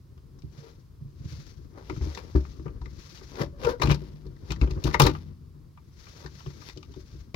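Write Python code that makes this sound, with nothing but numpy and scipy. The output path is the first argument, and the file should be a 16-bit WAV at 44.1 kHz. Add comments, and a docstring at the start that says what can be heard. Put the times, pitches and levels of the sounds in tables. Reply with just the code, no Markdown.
"""Shifting a car seat base by hand

The pressed-steel base of a car seat is shifted onto its bolts, close by, inside a parked car.
It thumps on the floor, scrapes, squeals and clacks along its mounts and drops home; wire springs hum on.
Blows set steel and floor modes ringing, shaped noise makes the scrapes, rumble and rubbing of sleeve
and upholstery, and unsteady sines make the squeals."""
import sys
import numpy as np
from scipy import signal
from scipy.fft import rfft, irfft
from scipy.io import wavfile
from scipy.ndimage import uniform_filter1d

SR = 44100
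rng = np.random.default_rng(int(sys.argv[2]) if len(sys.argv) > 2 else 0)


def generate_wav(signal):
    """Clip the signal to [-1, 1] and save it as 16-bit WAV at the path in sys.argv[1]."""
    frames = np.transpose(np.atleast_2d(signal))
    scaled = np.clip(frames, -1, 1) * 32767
    pcm = np.round(scaled).astype(np.int16)
    wavfile.write(sys.argv[1], SR, pcm)


N = 324135   # length in samples
TIME = np.arange(N) / SR


def from_db(db):
    """Turn decibels into a plain gain."""
    return 10 ** (np.asarray(db) / 20)


def rms_one(x):
    """Scale a signal to an average (rms) level of 1."""
    return x / np.sqrt(np.mean(x ** 2) + 1e-20)


def response(points, size=4096):
    """Causal (minimum-phase) impulse response of a spectrum, found through its cepstrum."""
    hz, db = np.transpose(points)
    bins_hz = np.arange(size // 2 + 1) * SR / size
    log_gain = np.log(from_db(np.interp(np.log(bins_hz + 1), np.log(hz), db)))
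    cepstrum = irfft(log_gain)[:size // 2]
    cepstrum[1:] *= 2
    return irfft(np.exp(rfft(cepstrum, size)))


def colour(x, points):
    """Filter by a spectrum."""
    return signal.oaconvolve(np.atleast_2d(x), response(points)[None], axes=1)[:, :N]


def band(x, low_hz, high_hz):
    """Band-pass that roughly keeps the power of white noise."""
    sos = signal.butter(2, [low_hz, high_hz], "band", fs=SR, output="sos")
    return signal.sosfilt(sos, x + 1e-18) * np.sqrt(SR / 2 / (high_hz - low_hz))


def ring(clicks, hz, t60):
    """A unit click sets off a sine of height 1 that fades by 60 dB in t60 seconds."""
    r, w = from_db(-60 / (t60 * SR)), 2 * np.pi * hz / SR
    return signal.lfilter([0, np.sin(w)], [1, -2 * r * np.cos(w), r * r], clicks + 1e-18)


def flutter(size):
    """Smooth chance of spread 1 that changes within size samples."""
    smooth = uniform_filter1d(rng.standard_normal(N), size)
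    return rms_one(uniform_filter1d(smooth, size))


def grains(per_s, spread_db):
    """Two streams of tiny slips of uneven size; rms 1."""
    sizes = from_db(spread_db * np.minimum(rng.exponential(1, (2, N)), 4))
    happens = rng.random((2, N)) < per_s / SR
    return rms_one(sizes * rng.standard_normal((2, N)) * happens)


SWELL_DB = 20   # rise per attack time and fall per release time


def stroke(start, attack_s, release_s, hold_s=0):
    """Gain of one push: it rises by SWELL_DB per attack time, holds, and falls as much per release time."""
    early = np.maximum(start - TIME, 0)
    late = np.maximum(TIME - start - hold_s, 0)
    return from_db(-SWELL_DB * np.minimum(early / attack_s + late / release_s, 10))


def pan(x, db):
    """Left and right, db apart."""
    return np.array([x * from_db(db / 2), x * from_db(-db / 2)])


# How much of the sound differs between the two sides.
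# Each row: frequency in Hz, gain of the differing part in dB.
SIDE_SPREAD = [(60, -11), (250, -12), (550, -3), (1000, -3.5), (3000, -4.5), (15000, 1.5)]


def widen(pair):
    """Left and right from a shared and a scattered part: the bass is nearly alike on both sides."""
    return pair[0] + colour(pair[1], SIDE_SPREAD) * [[1], [-1]]


# Tone of the still air. Each row: frequency in Hz, relative level in dB per Hz.
STILL_AIR_SPECTRUM = [(15, -32.5), (40, -14), (75, 0), (105, -4), (140, -3), (220, -19), (400, -26),
                      (600, -37), (800, -40), (1050, -33), (1600, -42), (2800, -45), (5000, -41),
                      (8000, -51), (15500, -49)]
STILL_AIR_DB = -53   # before widening


def still_air():
    """The quiet of the car is steady noise, shaped by a spectrum and strongest in the bass."""
    noise = rms_one(colour(rng.standard_normal((2, N)), STILL_AIR_SPECTRUM))
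    return widen(from_db(STILL_AIR_DB) * noise)


# The seat rocking under the hand, with straight lines in dB between rows.
# Each row: time in seconds, level in dB before the trim, left minus right in dB before the scene's own lean.
ROCKING_PATH = [(0.0, -52, -0.5), (0.75, -56.5, 2), (1.401, -49.5, 4), (1.75, -46.5, 5), (1.93, -43, -2.5),
                (2.38, -50, 3), (2.56, -42, 2.5), (3.13, -49, 1), (3.841, -39.5, -2), (4.15, -50.5, 5),
                (4.39, -46, 1.5), (4.74, -40, -2.5), (4.92, -28.5, -2), (5.351, -50, 1), (5.77, -54.5, 4),
                (7.301, -49, 0.5)]
# Tone of the rumble. Each row: frequency in Hz, relative level in dB per Hz.
RUMBLE_SPECTRUM = [(18, -21.5), (35, 3.5), (60, 8.5), (140, -2), (220, -11), (330, -9.5), (450, -18.5),
                   (600, -29.5), (800, -37), (1100, -29.5), (2000, -45.5), (5000, -71.5)]


def rocking(level_db=-1.0):
    """The loose seat rumbles on the floor in soft lumps as its weight shifts from side to side."""
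    s, *columns = np.transpose(ROCKING_PATH)
    effort_db, lean_db = (np.interp(TIME, s, column) for column in columns)
    lumps_db = 3.8 * flutter(size=1200)
    rumble = widen(rms_one(colour(rng.standard_normal((2, N)), RUMBLE_SPECTRUM)))
    return pan(from_db(level_db + effort_db + lumps_db), lean_db) * rumble


# Steel touching steel. Each row: time in seconds, level in dB before the trims,
# hardness in dB (more tick and less clank), clack pitch in Hz.
STEEL_CONTACTS = [(0.177, -70, 1, 3000), (0.389, -66.5, 1.5, 5400), (0.421, -69.5, 7, 2600),
                  (1.331, -65.5, 5, 2200), (1.898, -46, -3, 2340), (1.964, -63, -9, 2450),
                  (2.012, -62, -9, 1810), (2.149, -53, 12.5, 1850), (2.174, -47.5, 0.5, 2400),
                  (2.354, -52, -11, 1500), (2.452, -64, -8, 2300), (2.596, -70, -9, 1500),
                  (2.664, -59, -7, 1150), (2.68, -61, -5, 2500), (2.816, -56, 0, 940),
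                  (2.858, -55.5, 0.5, 1900), (3.174, -57, 8, 2700), (3.212, -61, -2, 1400),
                  (3.355, -53.5, 5.5, 2250), (3.392, -53, -6, 1250), (3.414, -43, 1.5, 1650),
                  (3.635, -47, 0, 2550), (3.648, -39.5, -1, 2550), (3.799, -48.5, -1, 1900),
                  (3.817, -36.5, 1.5, 2000), (3.82, -29.5, -1.5, 2400), (3.834, -41, -5, 1900),
                  (3.855, -51, -4, 2400), (3.872, -41, 0, 2600), (3.898, -40.5, -4, 2500),
                  (3.905, -39, -1, 2500), (3.914, -35.5, 3, 2600), (3.92, -45, 1, 2590),
                  (3.944, -53, 12.5, 3300), (4.266, -69, 5, 4250), (4.365, -70, 3, 1750),
                  (4.506, -41, 1.5, 2440), (4.519, -40, 4, 2930), (4.561, -56, 2, 1800),
                  (4.614, -42.5, 1, 2500), (4.674, -56, -4, 2600), (4.71, -55, 11, 2550),
                  (4.84, -42.5, 11.5, 2950), (4.875, -48.5, -7, 1190), (4.911, -46.5, -2, 1880),
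                  (4.9434, -33, -3.5, 2000), (4.946, -41.5, -6, 1950), (4.999, -23, -1.5, 2500),
                  (4.9985, -33.5, 8, 2300), (5.003, -27.5, -3.5, 1900), (5.019, -27.5, 5.5, 3000),
                  (5.022, -34.5, 0, 2200), (5.038, -46, 17, 2170), (5.055, -41, 0, 2230),
                  (5.066, -36.5, 8, 2540), (5.07, -40, -4.5, 2280), (5.083, -61, -6, 2120),
                  (5.097, -52, 7, 2600), (5.151, -54, -10, 2700), (5.775, -64.5, -8.5, 2100),
                  (6.069, -60.5, -4.5, 2300), (6.221, -63.5, -2, 1400), (6.261, -48, 1, 1500),
                  (6.404, -59, -4, 3150), (6.461, -56.5, -3.5, 2800), (6.504, -63.5, 0, 1700),
                  (6.619, -65.5, -11, 1890), (6.697, -51.5, 6, 2100), (6.774, -54.5, 7, 3100),
                  (6.829, -56, 4, 2700), (6.939, -57.5, 1.5, 3400), (7.345, -44, 3, 2300)]
# Tone of the tick. Each row: frequency in Hz, gain in dB.
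TICK_SPECTRUM = [(2500, -32), (3700, 2.5), (5000, 0), (6400, -4.5), (7600, -12.5), (8800, -29.5),
                 (12000, -45.5)]
CHATTER_T60_S = 0.053   # time for the chatter to fade by 60 dB


def contacts(crack_db=-5.5, crack_s=0.0023, graze_s=0.001, clank_db=-2.5, clack_db=-6.0, clack_span=1.13,
             tick_db=-2.0, sparkle_db=-18.0, sparkle_s=0.016, hardening=0.77):
    """Edges graze, crack together and chatter to rest; broad faces clank, hard edges tick."""
    out, lead = np.zeros((2, N)), SR // 100
    chatter, grit = grains(per_s=16000, spread_db=0.5), grains(per_s=4000, spread_db=3.0)
    clank, tick, sparkle = np.zeros((3, N))
    for s, db, hardness, hz in STEEL_CONTACTS:
        at = round(s * SR) - lead   # begin early, to leave room for the graze
        age = (np.arange(min(SR // 3, N - at)) - lead) / SR
        after, before = np.maximum(age, 0), np.minimum(age, 0)
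        decay = from_db(-60 * after / CHATTER_T60_S)
        crack = from_db(crack_db) * np.exp(-after / crack_s)
        shape = (decay + crack) * np.exp(before / graze_s)
        span = slice(at, at + len(age))
        hard_db = db + hardness
        clank[span] += from_db(db - hardness + clank_db) * shape
        tick[span] += from_db(hard_db + tick_db) * shape
        # a harder blow has a shorter contact and so a brighter top
        bright_db = hard_db + sparkle_db + hardening * (hard_db + 30.5)
        sparkle[span] += from_db(bright_db) * shape * np.exp(-after / sparkle_s)
        clack = band(shape * chatter[:, span], hz / clack_span, hz * clack_span)
        out[:, span] += from_db(db + clack_db) * clack
    out += band(clank * chatter, 780, 1300)
    out += colour(tick * chatter, TICK_SPECTRUM)
    return out + band(sparkle * grit, 6400, 22000)


# Ringing modes of the steel pan.
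# Each row: frequency in Hz, width in Hz (wider fades sooner), level in dB before the ring level.
STEEL_PAN_MODES = [(827, 6.7, -2), (909, 12, 9), (970, 33, 7), (1187, 55, 5.5), (1333, 27, 1),
                   (1440, 38, 4.5), (1820, 70, 4.5), (2055, 100, 8.5), (2370, 53, 5.5), (2540, 80, -1),
                   (3184, 40, -12.5), (3280, 23, 1), (3660, 33, 7.5), (3890, 45, 7), (4370, 19, 9),
                   (4540, 24, -2), (4940, 55, -4)]


def steel_pan(x, direct_db, ring_db):
    """The pan passes a blow on and rings in its modes."""
    out = from_db(direct_db) * x
    for hz, width, db in STEEL_PAN_MODES:
        r = np.exp(-np.pi * width / SR)
        feed = [(1 - r * r) / 2, 0, (r * r - 1) / 2]
        feedback = [1, -2 * r * np.cos(2 * np.pi * hz / SR), r * r]
        out = out + from_db(db + ring_db) * signal.lfilter(feed, feedback, x + 1e-18)
    return out


# The seat's weight landing on the floor. 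Each row: time in seconds, level in dB before the trims,
# hardness in dB (more knock and less boom), boom pitch in Hz, drum level in dB above the blow, knock pitch in Hz.
FLOOR_LANDINGS = [(0.435, -42.5, -1.5, 67, 6, 291), (1.13, -53.5, -9.5, 80, 3, 283),
                  (1.245, -42, -3, 80, -16, 280), (1.316, -41, -4, 75, -3, 298),
                  (1.607, -49.5, -7, 76, -1, 350), (1.719, -55, 0, 74, -10, 300),
                  (1.897, -43, 15, 70, 0, 338), (1.965, -44, 5.5, 74, 10.5, 290),
                  (2.01, -26.5, -4.5, 70, -7, 308), (2.06, -27.5, -3, 72, -10, 298),
                  (2.35, -15.5, -0.5, 67, -8.5, 315), (2.588, -35, -1, 70, -5, 310),
                  (2.657, -38, 4, 72, 6, 395), (2.682, -45, 0, 70, 7, 393),
                  (2.811, -38, -6.5, 60, -2.5, 300), (3.212, -54.5, 12, 65, 0, 420),
                  (3.402, -32.5, 9, 62, 6, 349), (3.644, -34.5, -1, 66, 1.5, 450),
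                  (3.8, -38, 8, 66, 4, 378), (3.817, -34, 5, 66, 1.5, 430),
                  (3.837, -22.5, -1.5, 66, -0.5, 313), (3.873, -25, 3.5, 66, 6, 318),
                  (3.9, -24.5, -0.5, 62, 8, 332), (4.018, -40, 3, 60, 1, 352),
                  (4.256, -38.5, -1.5, 60, -1, 343), (4.5, -30, -1.5, 62, 2, 310),
                  (4.614, -17.5, -3, 60, -7, 280), (4.672, -35.5, 6, 60, 0, 336),
                  (4.707, -29.5, -4.5, 56.6, -6, 330), (4.843, -23, 4, 62, -0.5, 302),
                  (4.874, -27.5, 3, 62, 2.5, 322), (4.941, -35.5, 14.5, 80, 0, 473),
                  (4.998, -23.5, 12.5, 62, 7, 445.5), (5.019, -17.5, 2, 62, 1.5, 355),
                  (5.043, -20.5, -4, 62, 2.5, 280), (5.08, -25.5, 7.5, 60, -1.5, 280),
                  (6.245, -39.5, 2, 60, 1, 348), (6.463, -39, 0.5, 75, -2.5, 376),
                  (6.765, -48, 12.5, 65, 6, 355), (6.964, -40.5, 5.5, 68, -3, 342),
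                  (7.142, -44.5, -2.5, 68, -2.5, 350), (7.344, -29.5, 5.5, 65, 4.5, 474)]
# Modes of floor pan, frame and cabin air.
# Each row: frequency in Hz, relative level in dB, time to fade by 60 dB in seconds.
FLOOR_AND_FRAME_MODES = [(42.5, -8, 0.18), (53.3, -21, 0.18), (82, -5.5, 0.11), (108, -2.5, 0.15),
                         (143.4, 1, 0.19), (176.5, -11.5, 0.27), (216.6, -11, .11), (265, -6, 0.16),
                         (308.5, -2.5, .13), (327.3, -7, 0.18), (372, -3, .16), (434, -5, 0.14),
                         (476, -2.5, .06), (530, -5, 0.055), (598, -7.5, 0.22), (1050, -4, .05),
                         (1200, -2.5, .06)]
# Modes of the wire springs.
# Each row: frequency in Hz, relative level in dB, time to fade by 60 dB in seconds.
WIRE_SPRING_MODES = [(86, -33, 1.5), (146, -33, 1.6), (153, -34, 1.8), (194, -35, 1.0), (248, -42, 1.5),
                     (301, -38, .8)]
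BOOM_T60_S, BOOM_DB = 0.25, 5.5   # the floor's boom; its pitch depends on where the seat lands
KNOCK_FOCUS_DB_PER_OCTAVE = 20   # how fast modes away from the knock pitch weaken


def thumps(drum_db=0.0, knock_db=-1.0, uneven_db=2.5, spring_db=5.5):
    """The floor booms, panels drum and the frame knocks, by landing spot; each blow shakes the springs."""
    s, level, hardness, boom_hz, drum_above, knock_hz = np.transpose(FLOOR_LANDINGS)
    boom = level - hardness
    drum = level + drum_above + drum_db
    knock = level + hardness + knock_db
    at, out = np.round(s * SR).astype(int), np.zeros(N)
    for start, db, hz in zip(at, boom, boom_hz):
        tail = out[start:start + SR // 2]
        tail -= from_db(db + BOOM_DB) * ring(signal.unit_impulse(len(tail)), hz, BOOM_T60_S)
    chance = rng.standard_normal((len(at), len(FLOOR_AND_FRAME_MODES)))
    for k, (hz, db, t60) in enumerate(FLOOR_AND_FRAME_MODES):
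        if hz < 100:
            blow = boom
        elif hz < 230:
            blow = drum
        else:
            blow = knock - KNOCK_FOCUS_DB_PER_OCTAVE * np.abs(np.log2(hz / knock_hz))
        clicks = np.bincount(at, from_db(blow + uneven_db * chance[:, k]), N)
        out += (-1) ** k * from_db(db) * ring(clicks, hz, t60)   # neighbours start in opposite directions
    shake = np.bincount(at, from_db(drum + spring_db), N)
    return out + sum(from_db(db) * ring(shake, hz, t60) for hz, db, t60 in WIRE_SPRING_MODES)


# Soft bumps of the arm, which stir only the panels. Each row: time in seconds, level in dB before the modes.
ARM_BUMPS = [(0.435, -30.5), (0.577, -38.5), (1.012, -35), (1.049, -37.5), (1.2, -36.5), (1.245, -31),
             (1.321, -36), (1.385, -39), (4.131, -40), (6.246, -43), (6.467, -34.5)]
BUMP_LEAN_DB = -10   # left minus right, before the scene's own lean


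def bumps():
    """The arm nudges the panels on the right; only their drumming modes answer."""
    s, level = np.transpose(ARM_BUMPS)
    clicks = np.bincount(np.round(s * SR).astype(int), from_db(level), N)
    panels = [mode for mode in FLOOR_AND_FRAME_MODES if 100 < mode[0] < 230]
    out = np.zeros(N)
    for k, (hz, db, t60) in enumerate(panels):
        out += (-1) ** k * from_db(db) * ring(clicks, hz, t60)
    return pan(out, BUMP_LEAN_DB)


# Fabric rubbing. Each row: start of the full rub in seconds, its length in seconds, level in dB before the trim.
FABRIC_RUBS = [(0.593, 0.098, -75.5), (1.305, 0.16, -68.5), (1.945, 0.21, -67.5), (2.323, 0.26, -75.5),
               (2.995, 0.34, -67.5), (4.456, 0.6, -77), (6.03, 0.12, -68.5), (6.382, 0.078, -70.5),
               (6.619, 0.039, -67.5), (6.945, 0.24, -75.5)]
# Tone of the fabric. Each row: frequency in Hz, relative level in dB per Hz.
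FABRIC_SPECTRUM = [(200, -22.5), (450, 2), (700, -8.5), (1100, -3), (2000, -4.5), (2900, -9), (4400, -3.5),
                   (6000, -3), (7000, -11.5), (8300, -25), (10000, -22), (15500, -23)]
RUB_ATTACK_S, RUB_RELEASE_S = 0.18, 0.19   # per SWELL_DB of rise or fall


def fabric(rub_db=9.0, catch_db=2.5):
    """Cloth drags over the frame: countless fibres catch and let go."""
    fibres = rms_one(colour(grains(per_s=11000, spread_db=0.5), FABRIC_SPECTRUM))
    drag = sum(from_db(db) * stroke(s, RUB_ATTACK_S, RUB_RELEASE_S, length) for s, length, db in FABRIC_RUBS)
    return from_db(rub_db + catch_db * flutter(size=600)) * drag * fibres


# Shoves along the mounts. Each row: time of the hardest push in seconds, swell and release in seconds
# per SWELL_DB, grind level in dB, rasp above grind in dB, both levels before the trims.
MOUNT_SHOVES = [(0.67, 0.18, 0.094, -56.5, -7), (2.181, 0.058, 0.055, -45, -6.5),
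                (2.355, 0.0035, 0.065, -41.5, -11), (2.66, 0.007, 0.041, -48, -28),
                (1.785, 0.058, 0.081, -48, -18), (1.894, 0.15, 0.051, -58, -2.5),
                (2.019, 0.015, 0.48, -50, -7.5), (3.391, 0.071, 0.025, -40, -13),
                (3.422, 0.076, 0.034, -33, -10), (3.645, 0.045, 0.079, -36, -7),
                (3.695, 0.047, 0.046, -31, -10.5), (3.834, 0.024, 0.066, -32.5, -7),
                (3.912, 0.08, 0.055, -33, -8), (4.02, 0.45, 0.38, -60, -2.5),
                (4.621, .01, 0.063, -42.5, -13), (4.71, 0.041, 0.079, -48.5, -9.5),
                (4.514, 0.07, 0.012, -46.5, -7), (4.873, 0.046, 0.049, -35.5, -5.5),
                (4.943, 0.018, 0.017, -39.5, 3.5), (4.999, .002, 0.03, -20.5, -12.5),
                (5.069, 0.067, 0.037, -26, -10.5), (5.152, 0.17, 0.17, -56.5, -0.5),
                (6.25, 0.19, 0.016, -53, -6), (6.692, 0.074, 0.02, -55, 7)]
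# Tones of the low grind and the high rasp. Each row: frequency in Hz, relative level in dB per Hz.
GRIND_SPECTRUM = [(110, -11.5), (240, 4), (430, 7), (700, -4), (920, -1.5), (1300, -8), (2000, -17.5),
                  (4000, -51)]
RASP_SPECTRUM = [(900, -22.5), (1800, 0.5), (2600, -1), (5500, 0.5), (7000, -10.5), (8600, -25),
                 (10000, -13.5), (15500, -18.5)]


def scrapes(grind_db=-3.0, rasp_db=-7.5, judder_db=2.5):
    """Rusty steel slides in dense small slips, and judders: a low grind and a high rasp."""
    slips = grains(per_s=1600, spread_db=1.0) * from_db(judder_db * flutter(size=220))
    grind, rasp = np.zeros((2, N))
    for s, swell_s, release_s, db, rasp_above in MOUNT_SHOVES:
        push = from_db(db) * stroke(s, swell_s, release_s)
        grind = np.maximum(grind, push)
        rasp = np.maximum(rasp, from_db(rasp_above) * push)
    low = from_db(grind_db) * grind * rms_one(colour(slips, GRIND_SPECTRUM))
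    high = from_db(rasp_db) * rasp * rms_one(colour(slips, RASP_SPECTRUM))
    return low + high


# A rail sticks and slips. Each row: time of the hardest push in seconds, swell and release in seconds
# per SWELL_DB, unloaded pitch in Hz, level in dB before the roughness.
RAIL_SQUEALS = [(0.655, 0.089, 0.084, 460, -49.5), (3.425, 0.023, 0.038, 581, -34.5),
                (3.56, 0.2, 0.31, 563, -60), (3.677, 0.038, 0.0393, 527, -16),
                (3.736, 0.026, 0.032, 492.4, -27)]
SQUEAL_SAG, SAG_AT_DB = 0.136, -18.5   # load holds each stick longer: share of pitch lost at this level


def squeal(row, jitter=0.023, rough_db=3.5, second_db=-12.5, fall_db=-3.5):
    """Stick-slip locks to an unsteady pitch that sags under load, with two weak overtones."""
    s, swell_s, release_s, hz, db = row
    load = from_db(db) * stroke(s, swell_s, release_s)
    pitch = hz * (1 - SQUEAL_SAG * np.minimum(load / from_db(SAG_AT_DB), 1))
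    phase = 2 * np.pi * np.cumsum(pitch * (1 + jitter * flutter(size=90))) / SR
    overtones = sum(from_db(second_db + fall_db * k) * np.sin((k + 2) * phase) for k in range(2))
    return load * from_db(rough_db * flutter(size=200)) * (np.sin(phase) + overtones)


# Bolts screech through their slots near 4 kHz; the row near 2 kHz is the brief ring of a struck bolt.
# Each row: time of the loudest moment in seconds, swell and release in seconds per SWELL_DB,
# pitch in Hz, level in dB.
BOLT_BANDS = [(4.945, .003, 0.012, 2000, -20.5), (3.838, .02, 0.017, 4100, -40),
              (5.057, 0.043, 0.019, 4400, -37), (5.07, .012, 0.017, 3900, -31.5)]


def bolt_ring_and_screeches(span=1.06):
    """Uneven grains, which lock to no pitch, fill one narrow band per struck or screeching bolt."""
    slips, out = grains(per_s=4000, spread_db=1.0)[0], np.zeros(N)
    for s, swell_s, release_s, hz, db in BOLT_BANDS:
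        out += from_db(db) * stroke(s, swell_s, release_s) * band(slips, hz / span, hz * span)
    return out


def cabin(x, t60=0.13, wet_db=-11.5, dull_hz=5000):
    """Close, padded walls return a short dull tail, made of fading noise."""
    age = TIME[:SR // 2]
    tail = rng.standard_normal((2, len(age))) * from_db(-60 * age / t60) * (age > .004)
    tail = tail / np.sqrt(np.sum(tail ** 2, axis=1, keepdims=True))
    tail = signal.sosfilt(signal.butter(1, [200, dull_hz], "band", fs=SR, output="sos"), tail)
    return x + from_db(wet_db) * signal.oaconvolve(x, tail, axes=1)[:, :N]


# How far the work leans to the left. Each row: frequency in Hz, left minus right in dB.
LEFT_LEAN = [(60, 3), (120, 5), (350, 8.5), (490, 7.5), (750, 2), (1300, 8.5), (2400, 13.5), (4400, 14),
             (8100, 7), (15000, 4)]
RIGHT_LAG_S = 11 / SR


def scene():
    """The work goes on to the left, over the still air of the car."""
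    struck = steel_pan(contacts(), direct_db=4.5, ring_db=-4.5)
    scraped = steel_pan(scrapes(), direct_db=5.0, ring_db=-8.5)   # pressing damps the pan
    # carpet softens the blows
    cushioned = signal.sosfilt(signal.butter(2, 1000, fs=SR, output="sos"), thumps())
    work = widen(struck + scraped + fabric()) + rocking() + bumps() + cushioned
    work = work + bolt_ring_and_screeches() + sum(squeal(row) for row in RAIL_SQUEALS)
    left, right = cabin(work)
    left = colour(left, [(hz, db / 2) for hz, db in LEFT_LEAN])
    right = colour(right, [(hz, -db / 2) for hz, db in LEFT_LEAN])
    right = np.interp(TIME - RIGHT_LAG_S, TIME, right[0])   # the far side hears it later
    return np.vstack([left, right]) + still_air()


CUTOFF_HZ = 15800


def record(dry):
    """The deepest bass is lost, the highest peaks are rounded, the top is cut steeply."""
    thinned = signal.sosfilt(signal.butter(2, 32, "high", fs=SR, output="sos"), dry)
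    rounded = np.tanh(thinned)
    return signal.sosfilt(signal.ellip(10, .1, 80, CUTOFF_HZ, fs=SR, output="sos"), rounded)


dry = scene()
out = record(dry)
generate_wav(out)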